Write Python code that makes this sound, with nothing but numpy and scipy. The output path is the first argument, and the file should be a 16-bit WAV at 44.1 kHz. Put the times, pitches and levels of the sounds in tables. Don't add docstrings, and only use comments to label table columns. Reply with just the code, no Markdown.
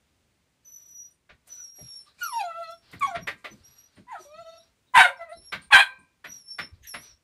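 import sys
import numpy as np
from scipy import signal
from scipy.fft import rfft, irfft, next_fast_len
from scipy.io import wavfile
from scipy.ndimage import uniform_filter1d, map_coordinates

SR = 44100
rng = np.random.default_rng(int(sys.argv[2]) if len(sys.argv) > 2 else 0)


def makeup_ratio(level_db):
    decades = np.asarray(level_db, float) / 20
    return 10 ** decades


def transcribe(signal):
    frames = np.atleast_2d(signal).T
    limited = np.clip(frames, -1, 1)
    pcm = np.round(limited * 32767).astype(np.int16)
    wavfile.write(sys.argv[1], SR, pcm)


N = 319119
TOP_HZ = 15560

# frequency_hz, density_db
HUSH_SPECTRUM = [(15, -45.5), (33, -11.5), (69, 3), (719, -14), (1650, -16), (2050, -14.5), (4020, -18.5),
                 (4980, -20), (9240, -22.5), (11800, -32), (13100, -29.5), (15400, -29.5)]
HUSH_DB = -71

# start_s, length_s, mouth_level_db, nose_level_db
PUFFS = [(0.621, 0.55, -75.5, -77.5), (1.456, 0.26, -64, -67), (1.74, 0.38, -66.5, -70.5),
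         (2.047, 0.088, -63.5, -90), (2.129, 0.3, -70, -78), (3.364, 0.083, -76, -70.5),
         (3.497, 0.11, -66, -71), (4.171, 0.12, -65.5, -64.5), (2.175, 0.13, -57.5, -57.5),
         (2.814, 0.32, -61.5, -93.5), (3.579, 0.39, -67.5, -77.5), (3.905, 0.17, -69, -84),
         (4.6, 0.11, -68, -85.5), (5.402, 0.11, -68.5, -79.5), (5.597, 0.08, -60.5, -70),
         (6.297, 0.12, -61.5, -67), (6.471, .1, -70, -75.5), (6.718, 0.086, -71.5, -93),
         (6.83, 0.13, -70.5, -65.5), (6.992, 0.16, -59.5, -73.5)]
PUFF_PEAK, PUFF_FADE_DB = 0.38, -10
# frequency_hz, density_db
MOUTH_AIR = [(200, -8.5), (900, -7.5), (1550, -3.5), (2000, -8), (2550, -5.5), (3200, -7.5), (4200, -1),
             (5300, -6.5), (7000, -31.5)]
# frequency_hz, density_db
NOSE_AIR = [(5000, -14), (7000, -3.5), (9000, -4), (10500, -13.5), (13000, -15), (15500, -34)]

# start_s, pitch_hz, level_db, octave_level_db
STEADY_WHISTLES = [
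    [(0.648, 6090, -62, -74), (0.658, 5987, -53, -63.5), (0.76, 5920, -46.5, -58),
     (0.798, 5908, -55.5, -66.5), (1.048, 5814, -46.5, -65), (1.13, 5817, -82, -80)],
    [(3.635, 5560, -67, -82), (3.65, 5690, -52.5, -66.5), (3.73, 5710, -64, -66), (3.782, 5700, -56.5, -65),
     (3.858, 5880, -61.5, -74), (3.9, 5560, -94, -111)],
    [(5.33, 5300, -86, -80.5), (5.382, 5390, -56, -58), (5.444, 5480, -62.5, -62),
     (5.466, 5500, -50, -50.5), (5.482, 5500, -51, -66.5), (5.53, 5210, -62.5, -62.5)],
]
# start_s, pitch_hz, level_db, octave_level_db
SIGH = [(1.49, 6020, -59, -81), (1.524, 5903, -40.5, -63), (1.604, 5890, -45.5, -72),
        (1.654, 5597, -44, -62), (1.73, 5630, -55.5, -73), (1.764, 5690, -52, -54),
        (1.964, 5473, -42, -57.5), (2.012, 5440, -52, -63), (2.07, 5400, -83, -92)]
# start_s, pitch_hz, level_db, octave_level_db
WAVERING_WHISTLES = [
    [(2.226, 6000, -50, -53), (2.238, 5816, -37, -38.5), (2.33, 5340, -53, -52), (2.352, 5605, -43.5, -49),
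     (2.39, 5540, -45, -57), (2.402, 5590, -59, -88), (2.47, 5470, -85, -89)],
    [(6.27, 5720, -59.5, -56.5), (6.322, 5810, -42.5, -63), (6.448, 5380, -62.5, -65),
     (6.514, 5480, -35, -56), (6.562, 5457, -54, -63.5), (6.642, 5386, -43, -61), (6.73, 5570, -103, -99)],
    [(6.865, 5820, -72, -92), (6.873, 5800, -47, -46), (6.935, 5340, -44.5, -51), (6.973, 5470, -62.5, -52),
     (7.045, 5930, -50, -68), (7.141, 5480, -62, -105.5), (7.165, 5750, -85, -104)],
]
# start_s, length_s, first_pitch_hz, last_pitch_hz, peak_level_db
PEEPS = [(2.629, 0.25, 5475, 5530, -59), (3.057, 0.05, 5780, 5960, -48), (3.192, 0.1, 5710, 5670, -52.5),
         (3.478, .1, 6080, 5900, -58.5), (4.181, 0.13, 5970, 5670, -52), (4.302, 0.052, 5620, 5590, -63.5),
         (4.361, 0.36, 5690, 5720, -68), (4.536, 0.13, 5650, 5560, -57.5), (5.163, 0.037, 5390, 5330, -61),
         (6.817, 0.055, 6300, 6700, -57)]
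PEEP_PEAK, PEEP_EDGE_DB = 0.37, -24
PEEP_OCTAVE_DB = -11.5
# start_s, length_s, pitch_scatter_percent
HOARSE_SPELLS = [(1.483, 0.26, 0.41), (2.216, 0.13, 1.53), (4.172, 0.086, 1.5), (4.539, 0.13, 0.93),
                 (6.254, 0.15, 0.96), (6.808, 0.08, 3.5), (6.998, 0.2, 1.7)]
# frequency_hz, level_db
MIXING_TONES = [(2200, -51.5), (3000, -33.5), (3700, -22), (4400, -21), (5000, -35.5), (6500, -38),
                (9500, -65), (13000, -59.5)]

# start_s, peak_level_db
TICKS = [(0.8844, -50), (1.586, -60), (2.6292, -48), (2.708, -43), (2.914, -46.5), (2.995, -38.5),
         (4.931, -52.5), (6.8394, -50.5), (3.645, -60.5), (6.38, -58)]
# start_s, peak_level_db, pitch_hz
CHINKS = [(1.1065, -62, 9150), (1.4721, -64, 9800), (2.0136, -55, 9035), (2.0515, -75.5, 8650),
          (3.956, -63, 9000), (5.292, -52, 9200), (5.6179, -49.5, 8800), (5.9874, -58.5, 8730),
          (7.0147, -53.5, 8720)]

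# start_s, peak_level_db, low_knock_level_db, claw_level_db
PAWS = [(1.29, -39, -11.5, -43.5), (1.469, -55, -4, 2), (1.78, -52, 7, -17.5), (2.9239, -35, -8.5, -23),
        (3.1468, -23.5, -11, -42.5), (3.269, -17.5, -15, -29), (3.4411, -25.5, -9, -30.5),
        (3.963, -46.5, -5, -41), (5.5196, -17, -17, -32), (6.2401, -28.5, -13.5, -30),
        (6.5825, -20, -15, -31), (6.9366, -24.5, -12, -28)]
# frequency_hz, density_db
BOARDS = [(410, -35.5), (700, -18.5), (1120, -8), (1830, -4.5), (2060, -1.5), (2650, -11.5), (3670, -14.5),
          (4990, -24), (5570, -28), (7500, -41.5), (9750, -78), (16500, -120)]
# frequency_hz, density_db
LOW_KNOCK = [(150, -28.5), (300, -4), (700, 0.5), (1000, -33), (2500, -81)]
# frequency_hz, density_db
CLAW = [(3000, -61.5), (5500, -15), (7500, -5), (12000, -7.5), (15500, -13)]
# start_s, peak_level_db, pitch_hz, t60_s
THUMPS = [(1.301, -57.5, 61.9, 0.19), (1.81, -38, 134, 0.12), (2.928, -38.5, 166, 0.15),
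          (2.997, -52, 209, 0.45), (3.15, -48.5, 82, 0.16), (3.16, -40.5, 170, 0.28),
          (1.305, -59.5, 180, 0.19), (3.671, -60, 130, 0.19), (3.278, -46, 231, 0.21), (3.5, -44, 230, 0.2),
          (3.599, -54, 74.5, 0.16), (3.971, -43, 223, 0.152), (4.348, -54, 143, 0.21),
          (5.358, -62, 58, 0.43), (5.523, -42, 194, 0.23), (5.725, -42.5, 41, 0.13), (5.66, -53, 59, 0.13),
          (5.2, -65, 60, 0.16), (5.98, -58, 234, 0.2), (6.246, -53, 224, 0.28), (6.588, -45, 240, 0.22),
          (6.712, -45, 79, 0.19), (6.801, -43.5, 71, 0.066), (6.942, -47.5, 240, 0.21),
          (7.089, -53, 68, 0.16), (6.8, -56.5, 61, 0.29), (5.35, -54.5, 360, 0.21),
          (4.955, -46.5, 170, 0.17)]

# start_s, length_s, pitch_hz
NARROW_BANDS = [(1.5, .11, 4050), (1.55, .09, 1450), (1.57, .06, 2450), (1.8, .11, 2450), (1.82, .16, 3700),
                (2.055, .07, 4000), (2.06, .04, 1200), (2.18, .08, 2400), (4.11, .08, 2400), (4.12, .06, 1800),
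                (4.59, .045, 3850), (4.86, .05, 3800), (5.03, .1, 560), (5.2, .07, 4080), (5.31, .09, 4050),
                (5.88, .08, 520)]
NARROW_BAND_DB = [-69, -64, -73, -76, -71, -65, -64, -54, -65, -51, -62.5, -73, -40, -74, -61, -63]
NARROW_BAND_WIDTH = 0.047

# start_s, pitch_hz, level_db
YELPS = [
    [(2.205, 1493, -58), (2.219, 1453, -30), (2.257, 1362, -31.5), (2.31, 1098, -46), (2.335, 945, -31.5),
     (2.39, 903, -29.5), (2.415, 803, -25.5), (2.427, 740, -43)],
    [(3.008, 1223, -40), (3.024, 1168, -22), (3.034, 1095, -20), (3.043, 1122, -31), (3.05, 1117, -24),
     (3.064, 1082, -31.5), (3.072, 814, -38.5), (3.13, 686.5, -39), (3.165, 687, -34.5)],
    [(4.068, 965, -66), (4.088, 986, -47.5), (4.112, 1042, -41.5), (4.124, 932, -38), (4.165, 656, -40),
     (4.2, 617, -57)],
]
# start_s, pitch_hz, level_db
WHINES = [
    [(2.425, 732, -46.5), (2.44, 721, -32), (2.48, 677, -37), (2.53, 657.3, -42), (2.605, 682, -34),
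     (2.668, 647, -45.5), (2.695, 658.8, -37.5), (2.725, 679, -43), (2.775, 676, -75)],
    [(4.25, 567, -54.5), (4.29, 583.5, -55.5), (4.41, 680, -41.5), (4.445, 634, -51), (4.465, 656, -42.5),
     (4.578, 664, -48), (4.61, 656, -79)],
    [(5.18, 687, -56.5), (5.22, 673, -34.5), (5.268, 646, -60), (5.29, 626, -45.5), (5.328, 680, -37),
     (5.36, 686, -62.5)],
]
# start_s, pitch_hz, level_db
GRUNT = [
    (4.191, 373, -63),
    (4.212, 367, -47.5),
    (4.25, 362, -73),
]
MANNER = [
    (0.04, 0.03),
    (0, 0.07),
    (0, 0.2),
    (0.02, 0.01),
    (0, 0.02),
    (0, 0.07),
    (-.5, 0.15),
]
# start_s, opening_0_to_1
MOUTH_MOVES = [(2.205, 1), (2.235, 0.47), (2.25, 0), (2.33, 0), (2.38, 0), (2.395, 0.4), (2.415, 0.1),
               (2.43, 0.05), (2.48, 0.15), (2.52, 0.55), (2.57, 0.46), (2.6, 0), (2.645, 0.8), (2.7, 0.26),
               (2.76, 0.47), (3.01, 0.42), (3.06, 0.18), (3.16, 0.03), (4.07, 0.1), (4.1, 0), (4.15, 0.1),
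               (4.18, 0.44), (4.2, 0), (4.26, 0), (4.36, 0.37), (4.41, 0), (4.5, 0.08), (4.6, 0), (5.18, 0),
               (5.23, 0.08), (5.27, 0.2), (5.33, 0), (5.36, 0)]
# start_s, level_db
BARK_EFFORT = [
    [(4.937, -43), (4.944, -25), (4.955, -11), (4.985, -8.5), (5.015, -9.5), (5.03, -16.5), (5.06, -19),
     (5.068, -31.5), (5.097, -30)],
    [(5.704, -48.5), (5.711, -26.5), (5.719, -21), (5.735, -7), (5.748, -10), (5.768, -9.5), (5.785, -14.5),
     (5.797, -10.5), (5.84, -30.5)],
]
BARK_MANNER = [
    (0.501, 0.51),
    (.92, 0.5),
]
# start_s, pitch_hz
BARK_STEPS = [(4.939, 1000), (4.974, 878), (4.994, 742), (5.042, 715), (5.707, 1135), (5.724, 870),
              (5.732, 820), (5.746, 788), (5.79, 806), (5.815, 797)]
BARK_AJAR, BARK_OPENS_S = 0.26, 0.04
STEP_S = 0.006
# second_db, third_db, fourth_db, higher_db
OVERTONES = [
    (-4, 2, -2, -1.5),
    (1.5, 0, -2, 2.5),
    (5, -16, -20, -4),
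    (-2.5, -10.5, -9, -8),
    (-1.5, -4.5, 0, -5),
    (-1.5, 9, -5, -16),
    (-9, 0, 0, 0),
    (0.5, -2, -3, -1),
    (2, -0.5, 0, -1.5),
]
# frequency_hz, level_db
THROAT_SHUT = [(300, 19.5), (1400, -6), (1750, -36.5), (2000, -16), (2480, -12.5), (2700, -25),
               (3400, -32.5), (5200, -49.5), (7000, -32), (14000, -55.5)]
# frequency_hz, level_db
THROAT_OPEN = [(300, -19), (750, -24.5), (1000, 4), (1600, 0), (2400, -3.5), (3200, -5), (4000, -11),
               (4900, -28), (5500, -43.5), (14000, -76)]
# frequency_hz, density_db
RASP = [(300, -64), (600, -20), (750, -5.5), (1000, 3), (1250, -8), (1600, 5), (2400, -5.5), (3700, -12.5),
        (4400, -33), (6500, -32.5), (9000, -20.5), (12000, -38.5), (15500, -39)]
# frequency_hz, density_db
LEAKING_AIR = [(1500, -33.5), (2600, -1), (4200, 1), (5200, -10.5), (7000, -13), (9500, -8), (13000, -15),
               (15500, -31)]
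FLUTTER_DB, HOARSE = 2.5, 0.07

# start_s, level_db
SNIFF = [
    (6.825, -69),
    (6.85, -52.5),
    (6.885, -58.5),
    (6.915, -80),
]
# frequency_hz, density_db
SNIFF_AIR = [(900, -38), (1400, -22.5), (1700, 4.5), (2300, 0), (2700, -1), (4000, -5), (4500, -18.5),
             (7000, -27.5)]

# frequency_hz, t60_s
ROOM_DECAY = [(200, 0.073), (700, 0.15), (2000, 0.13), (5000, 0.15), (12000, 0.19)]
# frequency_hz, t60_s
HOUSE_DECAY = [(300, 0.18), (520, 0.61), (780, .16), (1000, 0.48), (1600, 0.2), (2400, 0.34), (3200, 0.16),
               (4200, 0.37), (9000, 0.088)]
# frequency_hz, level_db, t60_s
RINGING_BOARDS = [(1015, -11, .4), (1055, -15, .35), (1480, -12, .2), (1570, -13, .35), (1597, -11, .4),
                  (1886, -12, .3), (2030, -12, .22), (2335, -17, .5), (2390, -17, .45), (2460, -18, .5),
                  (3125, -17, .3), (3730, -14, .2), (6740, -12, .2)]
RINGING_DB = -30
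KNEE = 6


def unit(x):
    return x / np.sqrt(np.mean(x ** 2) + 1e-20)


def along(points, hz):
    f, v = np.transpose(points)
    return np.interp(np.log(hz + 1), np.log(f + 1), v)


def phrase(rows):
    s, *columns = np.transpose(rows)
    at = np.arange(round(s[0] * SR), min(round(s[-1] * SR), N))
    from_edge = np.minimum(at - at[0], (at[-1] - at) / 4)
    gate = np.clip(from_edge / (0.00045 * SR), 0, 1)
    return at, gate, [np.interp(at / SR, s, column) for column in columns]


def wobble(rate, size):
    knots = rng.standard_normal(int(size * rate / SR) + 4)
    return map_coordinates(knots, [np.arange(size) * rate / SR])


def noise(spectrum, size, pulsing=1):
    m = next_fast_len(size + 2048)
    white = rng.standard_normal(m) * np.resize(pulsing, m)
    colour = makeup_ratio(along(spectrum, np.fft.rfftfreq(m, 1 / SR)))
    return unit(irfft(rfft(white) * colour, m)[:size])


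def hush():
    return makeup_ratio(HUSH_DB + 1.2 * wobble(4, N)) * noise(HUSH_SPECTRUM, N)


def breath():
    sound = np.zeros(N)
    for s, length, mouth_db, nose_db in PUFFS:
        puff = [(s, -4), (s + PUFF_PEAK * length, 0), (s + length, PUFF_FADE_DB)]
        at, _, (fade_db,) = phrase(puff)
        mouth_level = makeup_ratio(mouth_db + fade_db + 1.6 * wobble(30, len(at)))
        nose_level = makeup_ratio(nose_db + fade_db + 3.4 * wobble(35, len(at)))
        air = mouth_level * noise(MOUTH_AIR, len(at)) + nose_level * noise(NOSE_AIR, len(at))
        swell = np.clip(np.minimum(at - at[0], at[-1] - at) / (0.02 * SR), 0, 1)
        sound[at] += swell * air
    return sound


def whistles():
    shape = [(0, PEEP_EDGE_DB), (PEEP_PEAK, 0), (1, PEEP_EDGE_DB)]
    peeps = []
    for s, length, hz, last_hz, db in PEEPS:
        peeps.append([(s + u * length, hz + u * (last_hz - hz), db + edge_db, db + edge_db + PEEP_OCTAVE_DB)
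                      for u, edge_db in shape])
    return [SIGH] + WAVERING_WHISTLES + STEADY_WHISTLES + peeps


def whistle(folds):
    sound = np.zeros(N)
    k = np.array([-4, -3, -2, -1, 1, 2, 3, 4])[:, None]
    scatter = np.zeros(N)
    for s, length, percent in HOARSE_SPELLS:
        scatter[round(s * SR):round((s + length) * SR)] = percent / 100
    scatter = uniform_filter1d(scatter, size=900)
    for rows in whistles():
        at, gate, (hz, db, octave_db) = phrase(rows)
        size = len(at)
        low_phase, low_hz, low_size = folds[:, at]
        drift = 0.004 * wobble(120, size) + 0.0043 * wobble(25, size) + scatter[at] * wobble(400, size)
        phase = 2 * np.pi * np.cumsum(hz * (1 + drift)) / SR
        pair = makeup_ratio(db) * np.sin(phase) + makeup_ratio(octave_db) * np.sin(2 * phase)
        broken_db = np.array([5 * wobble(60, size) for _ in k])
        slip = 0.65 * wobble(110, size)
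        mixing_levels = makeup_ratio(along(MIXING_TONES, np.abs(hz + k * low_hz)) + broken_db)
        mixed = np.sum(mixing_levels * np.sin(phase + k * low_phase + slip), axis=0)
        flutter = makeup_ratio(0.83 * wobble(40, size) + 2.0 * wobble(130, size))
        sound[at] += np.sqrt(2) * gate * (flutter * pair + low_size * mixed)
    return sound


def ticks():
    sound, t = np.zeros(N + SR), np.arange(SR // 8) / SR
    for s, db in TICKS:
        envelope = makeup_ratio(db - 7 - 60 * t / 0.04) * (1 - np.exp(-t / 0.0014))
        sound[round(s * SR):][:len(t)] += envelope * noise(CLAW, len(t))
    return sound[:N]


def tag():
    sound, t = np.zeros(N + SR), np.arange(SR // 8) / SR
    for s, db, hz in CHINKS:
        band = [(hz * 0.6, -70), (hz * 0.8, -35), (hz * 0.95, -12), (hz, 0),
                (hz * 1.05, -12), (hz * 1.2, -35), (hz * 1.5, -70)]
        envelope = makeup_ratio(db - 4.0 - 60 * t / 0.16) * (1 - np.exp(-t / 0.0024))
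        sound[round(s * SR):][:len(t)] += envelope * noise(band, len(t))
    return sound[:N]


def paws():
    sound, t = np.zeros(N + SR), np.arange(SR // 10) / SR
    landing = (1 - np.exp(-t / 0.008)) ** 1.7
    for s, db, low_db, claw_db in PAWS:
        boards = noise(BOARDS, len(t))
        knock = makeup_ratio(low_db) * noise(LOW_KNOCK, len(t))
        claws = makeup_ratio(claw_db + 10.5 - 60 * t / 0.21) * noise(CLAW, len(t))
        sound[round(s * SR):][:len(t)] += makeup_ratio(db + 0.5 - 60 * t / 0.1) * landing * (boards + knock + claws)
    return sound[:N]


def thumps():
    sound, t = np.zeros(N + SR), np.arange(SR // 3) / SR
    for s, db, hz, t60 in THUMPS:
        if hz > 90:
            spectrum = [(20, -22), (70, -4), (hz, 0), (hz * 1.8, -12), (hz * 5, -35), (hz * 12, -90)]
        else:
            spectrum = [(20, -20), (hz, 0), (160, -20), (500, -40), (1200, -90)]
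        envelope = makeup_ratio(db + 9.0 - 60 * t / t60) * (1 - np.exp(-t / 0.043))
        sound[round(s * SR):][:len(t)] += envelope * noise(spectrum, len(t))
    return sound[:N]


def narrow_bands():
    sound = np.zeros(N)
    for (s, length, hz), db in zip(NARROW_BANDS, NARROW_BAND_DB):
        size = round(length * SR)
        near, far = hz * NARROW_BAND_WIDTH, 4 * hz * NARROW_BAND_WIDTH
        band = [(hz / 2, -90), (hz - far, -40), (hz - near, -8), (hz, 0),
                (hz + near, -8), (hz + far, -40), (hz * 2, -90)]
        swell = np.sqrt(np.hanning(size))
        sound[round(s * SR):][:size] += makeup_ratio(db) * swell * noise(band, SR // 4)[:size]
    return sound


def calls():
    for rows, (mouth, rough) in zip(YELPS + WHINES + [GRUNT], MANNER):
        at, gate, (hz, db) = phrase(rows)
        yield at, gate, hz, db, mouth + np.interp(at / SR, *np.transpose(MOUTH_MOVES)), rough
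    steps_s, steps_hz = np.transpose(BARK_STEPS)
    for rows, (mouth, rough) in zip(BARK_EFFORT, BARK_MANNER):
        at, gate, (db,) = phrase(rows)
        step = np.maximum(np.searchsorted(steps_s, at / SR + 1e-4) - 1, 0)
        hz = uniform_filter1d(steps_hz[step], size=round(STEP_S * SR))
        opening = np.clip(BARK_AJAR + (at - at[0]) / SR / BARK_OPENS_S, 0, 1)
        yield at, gate, hz, db, mouth * opening, rough * opening


def voice():
    sound, folds = np.zeros(N), np.zeros((3, N))
    k = np.arange(1, 17)[:, None]
    for (at, gate, hz, db, mouth, rough), trim_db in zip(calls(), OVERTONES):
        size = len(at)
        strain = np.clip((db + 18) / 80, 0, 0.12)
        mouth, rough = np.minimum(mouth, 1.1), np.clip(rough + strain, 0, 0.95)
        jitter = (0.006 + 0.03 * rough ** 2) * wobble(150, size)
        phase = 2 * np.pi * np.cumsum(hz * (1 + jitter)) / SR
        broken_db = np.array([3 * (1 - rough.max()) * np.log(j + 1.1) * wobble(60, size)
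                              for j in range(len(k))])
        throat_db = (1 - mouth) * along(THROAT_SHUT, k * hz) + mouth * along(THROAT_OPEN, k * hz)
        call_db = np.take((0, *trim_db), k - 1, mode="clip")
        sizes = makeup_ratio(throat_db + call_db) * (k * hz < TOP_HZ)
        flutter_db = FLUTTER_DB * np.minimum(rough / HOARSE, 1) * wobble(120, size)
        waves = np.sin(k * phase + 0.6 * k * k)
        tone = np.sum(sizes * makeup_ratio(broken_db + flutter_db) * waves, axis=0)
        tone = tone / np.sqrt(np.sum(sizes ** 2, axis=0) / 2)
        rasp = noise(RASP, size, 1 + 0.51 * np.cos(phase))
        leak = makeup_ratio(-29.0) * noise(LEAKING_AIR, size)
        sound[at] += gate * makeup_ratio(db) * (np.sqrt(1 - rough ** 2) * tone + rough * rasp + leak)
        folds[:, at] = phase, hz, gate * makeup_ratio(db)
    return sound, folds


def sniff():
    sound = np.zeros(N)
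    at, gate, (db,) = phrase(SNIFF)
    sound[at] += gate * makeup_ratio(db) * noise(SNIFF_AIR, len(at))
    return sound


def tail(decays):
    hz, t, z = signal.stft(rng.standard_normal(SR), SR, nperseg=256)
    fading = makeup_ratio(-60 * t / along(decays, hz)[:, None])
    answer = signal.istft(z * fading, SR, nperseg=256)[1]
    return answer / np.linalg.norm(answer)


def room(x):
    t = np.arange(SR) / SR
    boards = sum(makeup_ratio(db - 60 * t / t60) * np.sin(2 * np.pi * hz * t) for hz, db, t60 in RINGING_BOARDS)
    answer = makeup_ratio(-4.5) * tail(ROOM_DECAY) + makeup_ratio(-22) * tail(HOUSE_DECAY)
    answer[:SR] += makeup_ratio(RINGING_DB) * boards[:len(answer)] / np.sqrt(SR / 100)
    return signal.fftconvolve(np.pad(x, (200, 0)), answer)[:N]


def scene():
    low, folds = voice()
    throat = low + whistle(folds)
    air = breath() + narrow_bands() + sniff()
    dog = throat + air + paws() + tag() + ticks()
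    return (makeup_ratio(-0.5) * dog + room(dog) + thumps() + hush())[None]


def low_pass(x):
    return signal.sosfilt(signal.butter(12, 15680, fs=SR, output="sos"), x)


def record(dry):
    square = dry ** 2
    bent = dry + 0.003 * (square - uniform_filter1d(square, size=900, axis=1))
    rounded = bent / (1 + np.abs(bent / 0.74) ** KNEE) ** (1 / KNEE)
    banded = irfft(rfft(rounded) * (np.fft.rfftfreq(N, 1 / SR) < TOP_HZ), N)
    return low_pass(banded)


dry = scene()
out = record(dry)
transcribe(out)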